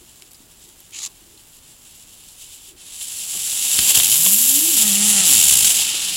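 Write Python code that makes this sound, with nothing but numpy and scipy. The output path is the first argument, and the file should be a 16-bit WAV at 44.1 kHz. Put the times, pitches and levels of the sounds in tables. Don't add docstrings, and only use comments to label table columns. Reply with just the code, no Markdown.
import sys
import numpy as np
from scipy import signal
from scipy.fft import rfft, irfft, next_fast_len
from scipy.io import wavfile
from scipy.ndimage import map_coordinates

SR = 44100
rng = np.random.default_rng(int(sys.argv[2]) if len(sys.argv) > 2 else 0)


def dump_mix(stems):
    frames = np.atleast_2d(stems).T
    limited = np.clip(frames, -1, 1)
    pcm = np.round(limited * 32767).astype(np.int16)
    wavfile.write(sys.argv[1], SR, pcm)


N = 271774

# (frequency [Hz], level [dB])
NIGHT_SPECTRUM = [(12, -25), (22, 4), (65, 1.5), (130, -3), (270, -6), (360, -7.5), (520, -12),
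                  (880, -11.5), (1270, -15), (2200, -16), (3500, -18)]
# (frequency [Hz], likeness [0 to 1])
NIGHT_LIKENESS = [(40, 0.92), (180, 0.97), (550, 0.9), (1650, 0.92)]
# (time [s], level [dB], half length [s])
SWELLS = [(.01, -53, 0.026), (.24, -55, 0.021), (0.664, -59.5, 0.061), (0.983, -60.5, 0.12),
          (1.296, -58.5, 0.095), (2.73, -56.5, 0.05)]
# (time [s], hiss [dB], roar relative to hiss [dB], fizz relative to hiss [dB])
POWDER_LEVELS = [(2.78, -46.5, -2.5, -14), (3.02, -33, -8, -9), (3.6, -23, -7.5, -8), (3.8, -19, -6.5, -5),
                 (4.0, -17.5, -5, -3), (4.35, -17, -10.5, 1), (4.7, -18.5, -8, -2), (4.95, -18, -7, -6),
                 (5.03, -16.5, -8, -14), (5.09, -13, -10, -9), (5.23, -15.5, -7.5, -16),
                 (5.28, -13.5, -7, -4.5), (5.52, -14.5, -8, -7.5), (5.77, -17.5, -6, -7),
                 (5.93, -26.5, 0.5, -12), (6.04, -24, -2.5, -11.5), (6.16, -28, 0.5, -7)]
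# (time [s], half length [s], gain [dB])
HISS_SWELLS_AND_DIPS = [(.1, 0.034, 2.5), (.3, 0.033, -3.5), (.47, .03, -3), (.515, .015, 4.5),
                        (.635, 0.028, 5.5), (2.43, 0.037, 6.5), (2.54, 0.035, 3), (3.024, .02, 2),
                        (3.353, 0.038, 1), (3.683, 0.12, 1), (3.903, .017, 6.5), (3.929, 0.0082, -6),
                        (3.96, 0.013, 5), (3.985, 0.0069, 3), (4.781, .013, 4.5), (4.825, 0.016, 3),
                        (5.522, 0.018, 2.5), (5.655, .02, 2.5), (5.707, 0.013, 5), (5.737, .01, -3)]
# (frequency [Hz], level [dB])
SPARK_SPECTRUM = [(1200, -35.5), (1900, -25), (2400, -14.5), (2800, -5.5), (3250, -7), (4100, -10.5),
                  (5200, -11), (6400, -8), (7000, -3.5), (7450, 0), (8100, -5.5), (9000, -11.5),
                  (9600, -2.5), (11500, -12), (15800, -21.5)]
# (time [s], level [dB], time to fade 60 dB [s], ring pitch [Hz])
SNAPS = [(0.222, -28, 0.0095, 3000), (.333, -35, 0.016, 11400), (.345, -40, 0.073, 4870),
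         (.69, -39, .015, 7050), (.804, -36, .012, 12000), (1.05, -18, 0.0095, 7300),
         (1.061, -19, 0.0075, 7000), (1.375, -37, 0.028, 4100), (3.012, -23.5, 0.056, 3300),
         (3.789, -4, 0.022, 3360), (4.0, -6.5, 0.012, 3340), (4.262, -9, 0.028, 2720),
         (5.704, -2, 0.0072, 7200)]
# (time [s], level [dB], time to fade 60 dB [s], low edge [Hz], high edge [Hz])
PUFFS = [(0.403, -40, 0.03, 160, 298), (3.346, -38, 0.12, 50, 700), (3.787, -24, 0.045, 60, 266),
         (3.792, -27, 0.032, 300, 1800), (3.975, -25.5, .08, 86, 310), (3.999, -22, 0.034, 80, 1110),
         (4.263, -20, 0.025, 297, 1010), (5.943, -31, 0.038, 150, 1020)]
# (frequency [Hz], level [dB])
FLARE_SPECTRUM = [(410, -55), (700, -31), (862, -16), (1060, -29), (1180, -20), (1360, -21), (1470, -29),
                  (1910, -21), (2830, -15), (4180, -7.5), (5350, -13), (7040, 1), (8450, -16),
                  (9750, -13.5), (15800, -37)]
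# (frequency [Hz], level [dB])
RUSH_SPECTRUM = [(30, -2), (70, -2), (135, 4), (280, 4), (430, -4), (560, -2), (700, 0), (860, 4.5),
                 (1100, -3), (1450, 2), (2000, 2), (3000, -22)]
# (time [s], speed [turns per second])
SPIN_SPEED = [(3.86, 0), (4.0, 64), (4.13, 120), (4.22, 170), (4.55, 277), (4.68, 341), (4.725, 307),
              (4.77, 232), (4.92, 195), (5.03, 210), (5.11, 207), (5.24, 183), (5.33, 125), (5.43, 73),
              (5.52, 69), (5.65, 45), (5.72, 0)]
# (frequency [Hz], level [dB])
CASE_SPECTRUM = [(60, -29), (150, 18.5), (350, -0.5), (500, -2.5), (650, 3.5), (740, 6.5), (840, 7),
                 (1050, -12.5), (1340, 7), (1550, -5), (1900, 7.5), (3000, -15.5)]
# (frequency [Hz], time to fade 60 dB [s])
ECHO_FADE = [(200, 0.55), (2000, 0.11), (12000, 0.061)]
# (frequency [Hz], gain [dB])
ECHO_WIDTH = [(60, -14), (200, -25), (380, -13.5), (1290, -10), (2400, -41), (4400, -87), (8100, -65),
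              (15000, -14.5)]
# (frequency [Hz], level [dB])
MIC_HISS_SPECTRUM = [(300, 1), (1500, 1), (3000, -7), (8000, -13), (15000, 5)]

CATCH_S, CATCH_RISE_S = 2.745, 0.025
TOUCH_S, TOUCH_RISE_S = 4.76, 0.08
TUMBLE_S, TUMBLE_RISE_S = 5.255, 0.043
CRUISE_HZ = 204


def amp(db):
    return 10 ** (np.asarray(db) / 20)


def unit(x):
    return x / np.sqrt(np.mean(x ** 2) + 1e-20)


def seconds():
    return np.arange(N) / SR


def ramp(start, rise):
    return np.clip((seconds() - start) / rise, 0, 1)


def bump(s, half):
    return np.exp(-((seconds() - s) / half) ** 2)


def along(points, hz):
    freqs, values = np.transpose(points)
    return np.interp(np.log(hz + 1), np.log(freqs + 1), values)


def curves(rows):
    times, *columns = np.transpose(rows)
    return [np.interp(seconds(), times, column) for column in columns]


def wobble(rate):
    return map_coordinates(rng.standard_normal(int(N * rate / SR) + 4), [np.arange(N) * rate / SR])


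def filtered(x, response):
    size = next_fast_len(N + SR // 2)
    return irfft(rfft(x, size) * response(np.fft.rfftfreq(size, 1 / SR)), size)[..., :N]


def band(x, low_hz, high_hz, order=2):
    passed = signal.sosfilt(signal.butter(order, [low_hz, high_hz], "band", fs=SR, output="sos"), x)
    return passed / np.abs(passed).max()


def coloured(x, spectrum, size=4096):
    cepstrum = irfft(np.log(amp(along(spectrum, np.fft.rfftfreq(size, 1 / SR)))))
    cepstrum[1:size // 2] *= 2
    cepstrum[size // 2 + 1:] = 0
    ring = irfft(np.exp(rfft(cepstrum)))
    return signal.fftconvolve(x, ring / np.linalg.norm(ring))[:N]


def sputter(rate, share, spread_db):
    pops = (rng.random(N) < rate / SR) * rng.choice([-1, 1], N)
    sizes = amp(spread_db * np.clip(rng.standard_normal(N), -2, 2))
    return np.sqrt(share) * unit(pops * sizes) + np.sqrt(1 - share) * rng.standard_normal(N)


def burst(s, fade_s):
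    age = np.arange(SR // 2) / SR
    tail = amp(-60 * age / fade_s) * rng.standard_normal(len(age))
    return np.pad(tail, (round(s * SR), N))[:N]


def night_air():
    def mid_and_side(hz):
        angle = np.arccos(along(NIGHT_LIKENESS, hz)) / 2
        return amp(along(NIGHT_SPECTRUM, hz)) * [np.cos(angle), np.sin(angle)]
    noise = rng.standard_normal((2, N)) * amp(0.19 * wobble(10.3))
    mid, side = filtered(noise, mid_and_side)
    return amp(-53) * unit(np.array([mid + side, mid - side]))


def swells():
    loudness = sum(amp(db) * bump(s, half) for s, db, half in SWELLS)
    return loudness * unit(band(rng.standard_normal(N), low_hz=278, high_hz=393))


def flame_levels():
    lit = ramp(CATCH_S, CATCH_RISE_S)
    fuse_db = -53 + 6.5 * np.maximum(seconds() - 1.52, 0)
    fuse_levels = (fuse_db, -4.5, -7.5)
    hiss_db, roar_offset, fizz_offset = [
        (1 - lit) * fuse + lit * powder for fuse, powder in zip(fuse_levels, curves(POWDER_LEVELS))]
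    hiss_db -= 17 * bump(CATCH_S, half=0.025)
    hiss_db += sum(db * bump(s, half) for s, half, db in HISS_SWELLS_AND_DIPS)
    hiss_db += (1 - lit) * 0.81 * wobble(24.78)
    return hiss_db, hiss_db + roar_offset, hiss_db + fizz_offset


def spin_pulse(turns, speed, swing_db):
    depth_db = swing_db * np.clip(speed / 29, 0, 1)
    gain = amp(depth_db * np.cos(2 * np.pi * turns))
    return gain / np.sqrt(np.i0(np.log(10) * depth_db / 10))


def sparks(turns, speed, hiss_db, roar_db, fizz_db):
    flicker = amp(0.87 * wobble(45) + 1.14 * wobble(400))
    swing_db = 2.5 + 0.8 * ramp(TUMBLE_S, TUMBLE_RISE_S)
    grains = sputter(rate=5000, share=0.31, spread_db=-1.5)
    flame = coloured(grains * flicker * spin_pulse(turns, speed, swing_db), SPARK_SPECTRUM)
    low = lambda hz: 1 / (1 + (hz / 5500) ** 10)
    high = lambda hz: 1 / (1 + (11300 / (hz + 1)) ** 20)
    flutter = amp(0.63 * wobble(220))
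    roar = amp(roar_db) * unit(filtered(flame, low) * flutter)
    hiss = amp(hiss_db) * unit(filtered(flame, lambda hz: 1 - low(hz) - high(hz)))
    fizz = amp(fizz_db) * unit(filtered(flame, high))
    return roar + hiss + fizz


def spits(per_second=50, spread_db=2.5, fade_s=0.025):
    pops = (rng.random(N) < per_second / SR) * amp(spread_db * np.clip(rng.standard_normal(N), -2, 2))
    loudness = signal.fftconvolve(pops, amp(-60 * seconds()[:SR // 10] / fade_s))[:N]
    return amp(-59) * unit(band(loudness * rng.standard_normal(N), low_hz=5000, high_hz=14000, order=1))


def snaps():
    cracks = coloured(sum(amp(db) * burst(s, fade) for s, db, fade, _ in SNAPS), SPARK_SPECTRUM)
    rings = sum(amp(db) * band(burst(s, fade), hz - 250, hz + 250, order=1) for s, db, fade, hz in SNAPS)
    return amp(-5.5) * cracks + amp(-1.0) * rings


def puffs():
    return sum(amp(db) * band(burst(s, fade), low, high) for s, db, fade, low, high in PUFFS)


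def fuse_spurt(start_s=0.921, end_s=1.08, rise_s=0.015, fall_s=0.013):
    age = np.clip(seconds(), start_s, end_s) - start_s
    burning = ramp(start_s, rise_s) * (1 - ramp(end_s - fall_s, fall_s))
    flare_db = -28.5 - 13 * (1 - age / (end_s - start_s)) ** 2
    grains = sputter(rate=3300, share=0.095, spread_db=16)
    flare = amp(flare_db) * unit(coloured(grains, FLARE_SPECTRUM))
    rasp = amp(-41 - 75 * age) * unit(band(rng.standard_normal(N), low_hz=2350, high_hz=3140))
    return burning * (flare + rasp) * amp(2.7 * wobble(250))


def gas_rush(turns, speed, roar_db):
    flow = sputter(rate=500, share=0.46, spread_db=5.5) * spin_pulse(turns, speed, swing_db=1.0)
    return ramp(CATCH_S, CATCH_RISE_S) * amp(roar_db - 16) * unit(coloured(flow, RUSH_SPECTRUM))


def whirr(turns, speed_octaves):
    tumbling = ramp(TUMBLE_S, TUMBLE_RISE_S)
    settle_db = ramp(TOUCH_S, TOUCH_RISE_S) * (7 - 10 * (seconds() - TOUCH_S))
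    angle = 2 * np.pi * turns + 0.2 * wobble(45)
    level_db = -39 + 6 * speed_octaves + settle_db + 1.1 * wobble(35)
    base_note = amp(tumbling) * np.sin(angle)
    octave = amp(-25 + 29 * tumbling) * np.sin(2 * angle)
    return np.sqrt(2) * ramp(start=3.98, rise=0.16) * amp(level_db) * (base_note + octave)


def scuffs(turns, speed_octaves):
    turns_per_sample = np.diff(turns, prepend=turns[0])
    stray_turns = 0.014 * wobble(70)
    touch_count = np.maximum.accumulate(np.floor(turns + stray_turns))
    taps = np.diff(touch_count, prepend=touch_count[0]) / np.sqrt(turns_per_sample + 1 / SR)
    level_db = -36.5 + 4.5 * speed_octaves + 1.6 * wobble(200) + 2.0 * wobble(28)
    return coloured(ramp(TOUCH_S, TOUCH_RISE_S) * taps * amp(level_db), CASE_SPECTRUM)


def echo(x):
    hz, age, noise = signal.stft(rng.standard_normal(SR // 2), SR, nperseg=256)
    fading = amp(-60 * age / along(ECHO_FADE, hz)[:, None])
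    _, tail = signal.istft(noise * fading, SR, nperseg=256)
    return signal.fftconvolve(x, tail / np.linalg.norm(tail))[:N]


def scene():
    speed, = curves(SPIN_SPEED)
    turns = np.cumsum(speed) / SR
    speed_octaves = np.log2(speed / CRUISE_HZ + 1e-6)
    hiss_db, roar_db, fizz_db = flame_levels()
    jet = sparks(turns, speed, hiss_db, roar_db, fizz_db) + gas_rush(turns, speed, roar_db)
    fire = jet + fuse_spurt() + spits() + snaps() + puffs()
    firework = fire + whirr(turns, speed_octaves) + scuffs(turns, speed_octaves)
    mid = firework + amp(-14) * echo(firework)
    side = filtered(echo(fire), lambda hz: amp(along(ECHO_WIDTH, hz)))
    side += amp(-12.5) * gas_rush(turns, speed, roar_db)
    return np.array([mid + side, mid - side]) + night_air() + swells()


def record(dry):
    hiss = filtered(rng.standard_normal((2, N)), lambda hz: amp(along(MIC_HISS_SPECTRUM, hz)))
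    rounded = dry / (1 + np.abs(dry / 0.82) ** 6) ** (1 / 6)
    return filtered(rounded + amp(-58) * unit(hiss), lambda hz: hz < 15950)


dry = scene()
out = record(dry)
dump_mix(out)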